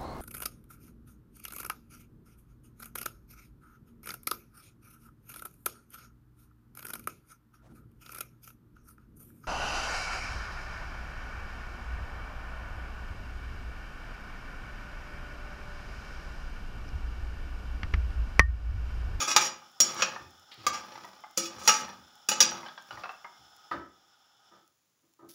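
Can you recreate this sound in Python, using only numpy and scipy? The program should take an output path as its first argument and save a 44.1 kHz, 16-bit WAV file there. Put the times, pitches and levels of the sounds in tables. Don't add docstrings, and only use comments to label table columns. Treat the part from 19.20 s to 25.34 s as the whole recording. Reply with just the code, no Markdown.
import sys
import numpy as np
from scipy import signal
from scipy.fft import rfft, irfft
from scipy.io import wavfile

SR = 44100
rng = np.random.default_rng(int(sys.argv[2]) if len(sys.argv) > 2 else 0)


def wrap_up_sound(samples):
    columns = np.atleast_2d(samples).T
    tamed = np.clip(columns, -1, 1)
    steps = np.round(tamed * 32767).astype(np.int16)
    wavfile.write(sys.argv[1], SR, steps)


N = 270774
T = np.arange(N) / SR
RING_T = T[:SR // 2]

# (f/Hz, bandwidth/Hz, level/dB)
TUBE_RESONANCES = [(810, 110, 0.5), (1259, 23, 6.5), (1430, 110, 0), (3030, 120, -7), (3450, 200, -2.5),
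                   (5240, 200, -2), (5580, 220, -8.5), (7200, 1100, -17)]
# (t/s, level/dB)
OIL_SPITS = [(0.746, -41), (1.196, -55), (1.342, -52.5), (2.11, -53), (3.623, -52), (3.921, -55),
             (4.365, -53), (5.937, -62)]
# (f/Hz, level/dB)
FIZZ_SPECTRUM = [(2000, -4), (5000, -0.5), (7100, 8), (8000, -8), (10000, 1.5), (13800, -6.5), (15200, 6)]
# (f/Hz, level/dB)
PAN_BLADE_MODES = [(339.1, -56), (527.6, -48), (861.3, -47.5), (1195, -42.5), (1287, -44), (1593, -49.5),
                   (1766, -59), (1884, -59.5), (2320, -50.5), (2519, -46), (2912, -48.5), (3424, -45.5),
                   (3941, -62.5), (4140, -55), (4226, -53.5), (4834, -42.5), (5114, -53), (5308, -51.5),
                   (5640, -38.5), (5749, -38.5), (5895, -48), (6336, -55.5), (6433, -49.5), (6541, -47.5),
                   (6874, -41.5), (7187, -53.5), (7596, -56), (8759, -62), (9749, -58), (10826, -63),
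                   (11391, -68)]
# (f/Hz, level/dB)
STEEL_SPECTRUM = [(60, -27.5), (130, -19.5), (230, -8), (420, -9.5), (850, -2.5), (1500, -1), (2800, -1),
                  (4100, -3.5), (5700, 1), (7100, -4.5), (8100, -22.5), (10700, -20), (13500, -28),
                  (15200, -16)]
# (start t/s, end t/s, start level/dB, end level/dB, brightness/dB)
SCRAPE_STROKES = [(0, 0.035, -21.5, -36, -1), (0.026, 0.095, -37, -43, 1.5), (0.071, 0.13, -32, -28.5, 0),
                  (0.205, 0.272, -29.5, -40, 2.5), (0.635, 0.758, -36, -47.5, 0),
                  (0.753, 0.81, -44.5, -29, -3.5), (1.526, 1.608, -38, -49, -3),
                  (2.168, 2.274, -44, -40, 2.5), (2.382, 2.504, -51, -39.5, 4.5),
                  (2.506, 2.616, -34, -44.5, 1.5), (3.111, 3.177, -24, -47.5, -0.5)]
# (start t/s, end t/s, level/dB)
HEAP_PUSHES = [(0, 0.24, -44.5), (0.67, .88, -43.5), (1.45, 1.883, -51.5), (2.315, 2.669, -48),
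               (3.18, 3.378, -44.5), (3.698, 3.793, -52)]
# (f/Hz, level/dB)
NUT_SPECTRUM = [(40, -25), (90, -7), (210, 2), (420, -4.5), (620, 1.5), (900, 5), (1600, -5), (2200, -15.5),
                (3200, -13.5), (5500, -11.5), (7500, -34), (15000, -39.5)]
# (t/s, level/dB, pan body/dB, edge sharpness/dB,
# mode favoured by the contact point f/Hz, chatter/dB, free ring/dB)
BLADE_BLOWS = [(0.1632, -15, 2, 2, 861, -11.5, -30), (0.6025, -16, -13, 11, 5640, -20.5, -9.5),
               (0.8216, -23, 4, -6.5, 2519, -28, -27), (1.4661, -24, 2.5, 6.5, 1195, -4, -16.5),
               (2.1749, -23.5, -14, 11.5, 1287, -9.5, -2), (2.476, -16, 1.5, 7.5, 4226, 0.5, -6),
               (2.4893, -21, 4, 1.5, 1287, 0.5, -23), (3.0875, -23, -4.5, 10, 2519, -0.5, -20),
               (3.2044, -12.5, -8.5, 2, 4834, -1.5, -23), (3.2232, -20.5, -10, 0.5, 6433, 2, -22)]
# (f/Hz, level/dB, t60/s)
PAN_FLOOR_MODES = [(164.3, -6, 0.95), (208.6, 1.5, 0.24), (236.4, -0.5, 0.8), (287, -10.5, 0.13),
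                   (531, -3.5, 0.32)]
# (t/s, peak level/dB, f/Hz)
NUT_DROPS = [(0.42, -45.5, 1190), (0.96, -29, 923), (1.755, -36.5, 900), (1.845, -36, 970),
             (2.038, -34, 854), (2.681, -36, 914), (3.317, -29.5, 1516), (3.431, -34.5, 946),
             (3.462, -31.5, 1600), (3.485, -32.5, 1644), (3.577, -31.5, 1590), (3.708, -28.5, 1440),
             (3.773, -35.5, 852), (3.836, -27, 1398), (3.856, -29.5, 1130), (3.893, -27, 1193),
             (4.045, -34, 947)]
# (t/s, level/dB)
GRATE_BUMPS = [(1.001, -52), (1.375, -50.5), (1.449, -53), (2.35, -55.5), (2.767, -55.5), (3.719, -55),
               (4.189, -60.5), (4.515, -48)]
# (f/Hz, level/dB)
BUMP_SPECTRUM = [(35, -11), (90, 7.5), (170, -3.5), (350, 0), (600, -22.5), (2000, -53.5)]
# (start t/s, end t/s, level/dB)
BLADE_SLIDES = [(1.318, 1.318, -47.5), (1.382, 1.46, -58.5)]
# (t/s, level/dB, attack/s, treble gain from 2 kHz up/dB)
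STOVE_CLUNKS = [(4.512, -31, 0.00084, 9.5), (4.541, -38, 0.0031, -9), (5.312, -49.5, 0.019, 2),
                (5.354, -57, 0.011, -1), (5.829, -68, 0.012, -24.5), (5.989, -52, 0.012, -3.5),
                (6.022, -48.5, 0.0097, -17)]
# (f/Hz, level/dB, t60/s before the cap in stove_clunks)
STOVE_BODY_MODES = [(337.6, -4, 0.14), (495, -22, 0.17), (569, -13, 0.23), (967, 2.5, 0.075),
                    (1225, 1.5, 0.17), (1301, -1.5, 0.21), (1540, -20, 0.3), (1943, -18.5, 0.4),
                    (3020, -27.5, 0.57), (3600, -26, 0.28)]
# (f/Hz, level/dB)
STOVE_SPECTRUM = [(40, -35), (90, -17), (300, -7), (600, -9.5), (1000, -8.5), (1800, -15), (2600, -29),
                  (5000, -33.5), (8000, -55)]
# (low f/Hz, high f/Hz, t60/s, level/dB)
ROOM_BANDS = [(30.2, 350, 0.46, 0), (418, 2500, 0.41, -5.5), (2500, 6600, 0.32, -8.5),
              (7200, 9500, 0.21, -6.5)]
# (f/Hz, level/dB)
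AIR_SPECTRUM = [(30, -1.5), (130, 5.5), (700, -3), (1250, -1), (2000, -5.5), (7000, -5.5), (8000, -18),
                (15000, -15.5)]

LOW_FLAME_DB = -5.5 * (T > 4.6)


def undb(db):
    return np.exp(np.asarray(db) * (np.log(10) / 20))


def unit(x):
    return x / np.sqrt(np.mean(x ** 2))


def struck(x):
    return x / np.sqrt(np.mean(x[:882] ** 2))


def fade(t60):
    return np.exp(-np.log(1000) * RING_T / max(t60, 1e-3))


def through(x, response):
    return signal.oaconvolve(x, response)[:len(x)]


def colour(x, points, size=2048):
    hz, db = np.transpose(points)
    bin_hz = np.fft.rfftfreq(size, 1 / SR) + 1
    cepstrum = irfft(np.log(undb(np.interp(np.log(bin_hz), np.log(hz), db))))
    cepstrum[1:size // 2] *= 2
    cepstrum[size // 2 + 1:] = 0
    return through(x, irfft(np.exp(rfft(cepstrum))))


def add(out, s, sound):
    i = max(int(s * SR), 0)
    out[i:i + len(sound)] += sound[:max(N - i, 0)]


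def clicks(rate, spread_db):
    chance, size, sign = rng.random(N), rng.standard_normal(N), rng.choice([-1, 1], N)
    return unit((chance < rate / SR) * sign * undb(spread_db * np.clip(size, -2, 2)))


def wander(hz):
    return unit(signal.sosfilt(signal.butter(2, hz, fs=SR, output="sos"), rng.standard_normal(N)))


def gesture(start, end, attack_s, release_db_per_s):
    rise = np.clip((T - start) / attack_s + 1, 0, 1)
    return rise * undb(-release_db_per_s * np.maximum(T - end, 0))


def wash(spectrum, t60):
    return struck(colour(rng.standard_normal(len(RING_T)) * fade(t60), spectrum))


def ring(modes):
    return struck(sum(undb(db) * np.sin(2 * np.pi * (hz * RING_T + rng.random())) * fade(t60)
                      for hz, db, t60 in modes))


def burner(level_db=-60, flutter_db=1, off_s=5.4, dying_db_per_s=134):
    tube = sum(undb(db) * signal.lfilter(*signal.iirpeak(hz, hz / width, fs=SR), rng.standard_normal(N))
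               for hz, width, db in TUBE_RESONANCES)
    flame = colour(rng.standard_normal(N), [(40, -3.5), (150, 6.5), (600, 6.5), (2000, -8.5), (7000, -3)])
    hiss = unit(colour(tube + undb(-23) * flame, [(7000, -1.5), (8200, -12.5)]))
    flow_db = level_db + LOW_FLAME_DB - dying_db_per_s * np.maximum(T - off_s, 0)
    return hiss * undb(flow_db + flutter_db * wander(hz=9))


def heap_motion():
    return sum(undb(db) * gesture(start, end, attack_s=0.058, release_db_per_s=114)
               for start, end, db in HEAP_PUSHES)


def oil_fizz(rest_db=-72.5, stirred_db=-21):
    frying = undb(rest_db + LOW_FLAME_DB) + undb(stirred_db) * heap_motion()
    pops = (clicks(rate=2000, spread_db=0.5) + .35 * clicks(rate=25, spread_db=13)) * frying
    for s, db in OIL_SPITS:
        add(pops, s, undb(db) * rng.standard_normal(len(RING_T)) * fade(0.014))
    return colour(pops, FIZZ_SPECTRUM)


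def steel_response(favoured_hz=1000, lift_db=0, free_db=-9, wash_db=-6, twin_db=-4, scatter_db=3.5):
    hz, db = np.transpose(PAN_BLADE_MODES)
    db = db + lift_db * np.exp(-(np.log(hz / favoured_hz) / 0.0096) ** 2)
    split = .012 * rng.choice([-1, 1], len(hz)) * rng.uniform(0.54, 2, len(hz))
    hz = np.append(hz, hz * (1 + split))
    db = np.append(db, db + twin_db) + scatter_db * rng.standard_normal(len(hz))
    t60 = 0.26 * (hz / 3000) ** -.2
    modes = struck(ring(zip(hz, db, t60)) * (fade(0.092) + undb(free_db)))
    crack = undb(wash_db - 0.24 * (free_db + 7.5)) * wash(STEEL_SPECTRUM, t60=0.081)
    return struck(modes + crack)


def blade_scrapes(ramp_s=.004, judder_db=3):
    out = np.zeros(N)
    slips = clicks(rate=1100, spread_db=2.5) * undb(judder_db * wander(hz=39))
    for start, end, first_db, last_db, bright_db in SCRAPE_STROKES:
        length = end - start
        pressure = np.interp(RING_T, [0, ramp_s, length, length + ramp_s], [0, 1, 1, 0])
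        pressure *= undb(np.interp(RING_T, [0, length], [first_db, last_db]))
        force = slips[int(start * SR):][:len(RING_T)] * pressure
        body = steel_response(free_db=-15, wash_db=-5.5)
        stroke = through(force, body / np.linalg.norm(body))
        tilt = [(200, -1), (1300, -bright_db), (5500, bright_db), (11000, 2 * bright_db + 3)]
        add(out, start, colour(stroke, tilt))
    return out


def pan_under_nut(level_db=-5):
    softness = [(300, 0), (1600, -3), (3000, -10), (4500, -8), (7000, -25)]
    return undb(level_db) * struck(colour(steel_response(), softness))


def tumbling_nuts(shapes=4):
    out, motion = np.zeros(N), heap_motion()
    for _ in range(shapes):
        pan = pan_under_nut()
        body = colour(wash(NUT_SPECTRUM, t60=0.044), [(1700, -6), (4000, -4.5)]) + pan
        out += through(clicks(rate=35, spread_db=4.5) * motion, body / np.linalg.norm(body))
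    return out / np.sqrt(shapes)


def blade_blows(rebounds=6, rebound_decay_s=0.0053):
    out = np.zeros(N)
    for s, db, body_db, edge_db, favoured_hz, chatter_db, free_db in BLADE_BLOWS:
        force = np.zeros(len(RING_T))
        lag = np.cumsum(rng.uniform(.0005, .003, rebounds))
        chatter = undb(chatter_db) * rng.choice([-1, 1], rebounds) * np.exp(-lag / rebound_decay_s)
        force[(lag * SR).astype(int)] = chatter
        force[0] = 1
        hit = struck(through(steel_response(favoured_hz, lift_db=9, free_db=free_db), force))
        shove_db = -13 + 0.52 * db + .25 * edge_db
        spectrum = [(100, shove_db - 3), (300, shove_db), (1300, db + body_db),
                    (5500, db), (11000, db + edge_db)]
        add(out, s, colour(hit, spectrum))
        add(out, s, undb(-52 + 0.39 * edge_db) * ring(PAN_FLOOR_MODES))
    return out


def nut_knocks(t60=0.067, treble_db_per_octave=22.5):
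    out, pan = np.zeros(N), pan_under_nut()
    for s, db, hz in NUT_DROPS:
        low_hz, high_hz = hz * rng.uniform(0.38, 0.39), hz * rng.uniform(1.7, 2.5)
        shell = ring([(hz, 0, t60), (low_hz, -4, t60), (high_hz, -4, t60)])
        tock = wash(NUT_SPECTRUM, t60=0.075) + undb(-1) * shell + pan
        treble_db = -16 + treble_db_per_octave * np.log2(hz / 1000)
        tock = colour(tock, [(300, -15), (800, 1), (2000, 3.5), (4000, treble_db + 5.5),
                             (6000, treble_db - 2), (9000, treble_db - 24.5)])
        add(out, s, undb(db) * tock / np.abs(tock).max())
    return out


def pan_bumps(attack_s=0.013):
    out = np.zeros(N)
    for s, db in GRATE_BUMPS:
        add(out, s, undb(db) * wash(BUMP_SPECTRUM, t60=0.2) * (1 - np.exp(-RING_T / attack_s)))
    return out


def nut_slides():
    contact = sum(undb(db) * gesture(start, end, attack_s=0.0056, release_db_per_s=350)
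                  for start, end, db in BLADE_SLIDES)
    spectrum = [(900, -10), (2200, -0.5), (4700, 1.5), (6000, -20), (9000, -29)]
    return contact * unit(colour(clicks(rate=4900, spread_db=2.5), spectrum))


def stove_clunks(max_t60=.3):
    out = np.zeros(N)
    for s, db, attack_s, treble_db in STOVE_CLUNKS:
        modes = ring((hz, mode_db, min(t60, max_t60)) for hz, mode_db, t60 in STOVE_BODY_MODES)
        body = modes + undb(-5) * wash(STOVE_SPECTRUM, t60=0.2)
        clunk = struck(colour(body, [(350, 0), (2000, treble_db)]))
        add(out, s, undb(db) * clunk * (1 - np.exp(-RING_T / attack_s)))
    return out


def rustle(s=6.092, level_db=-51.5):
    spectrum = [(1000, -19), (6000, -1), (8000, -13), (11000, 0.5), (13500, -9), (15200, -1)]
    crackle = unit(colour(clicks(rate=3300, spread_db=5), spectrum))
    return undb(level_db) * gesture(s, s, attack_s=0.0049, release_db_per_s=122) * crackle


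def reverberate(x, first_echo_s=0.0052):
    tail, build_up = 0, np.clip(RING_T / first_echo_s - 1, 0, 1)
    for low_hz, high_hz, t60, db in ROOM_BANDS:
        band = signal.butter(3, [low_hz, high_hz], "band", fs=SR, output="sos")
        echoes = rng.standard_normal(len(RING_T)) * fade(t60) * build_up
        tail = tail + undb(db) * signal.sosfilt(band, echoes / np.linalg.norm(echoes))
    return x + through(x, tail)


def scene():
    air = undb(-78) * unit(colour(rng.standard_normal(N), AIR_SPECTRUM))
    background = air + burner() + oil_fizz()
    stirring = blade_scrapes() + tumbling_nuts() + blade_blows() + nut_knocks()
    contacts = stirring + pan_bumps() + nut_slides() + stove_clunks()
    return (background + reverberate(contacts) + rustle())[None]


def record(dry, rumble_hz=65, top_hz=15700):
    x = signal.sosfilt(signal.butter(3, rumble_hz, "high", fs=SR, output="sos"), dry)
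    return signal.sosfilt(signal.ellip(10, .2, 70, top_hz, fs=SR, output="sos"), np.tanh(x))


dry = scene()
out = record(dry)
wrap_up_sound(out)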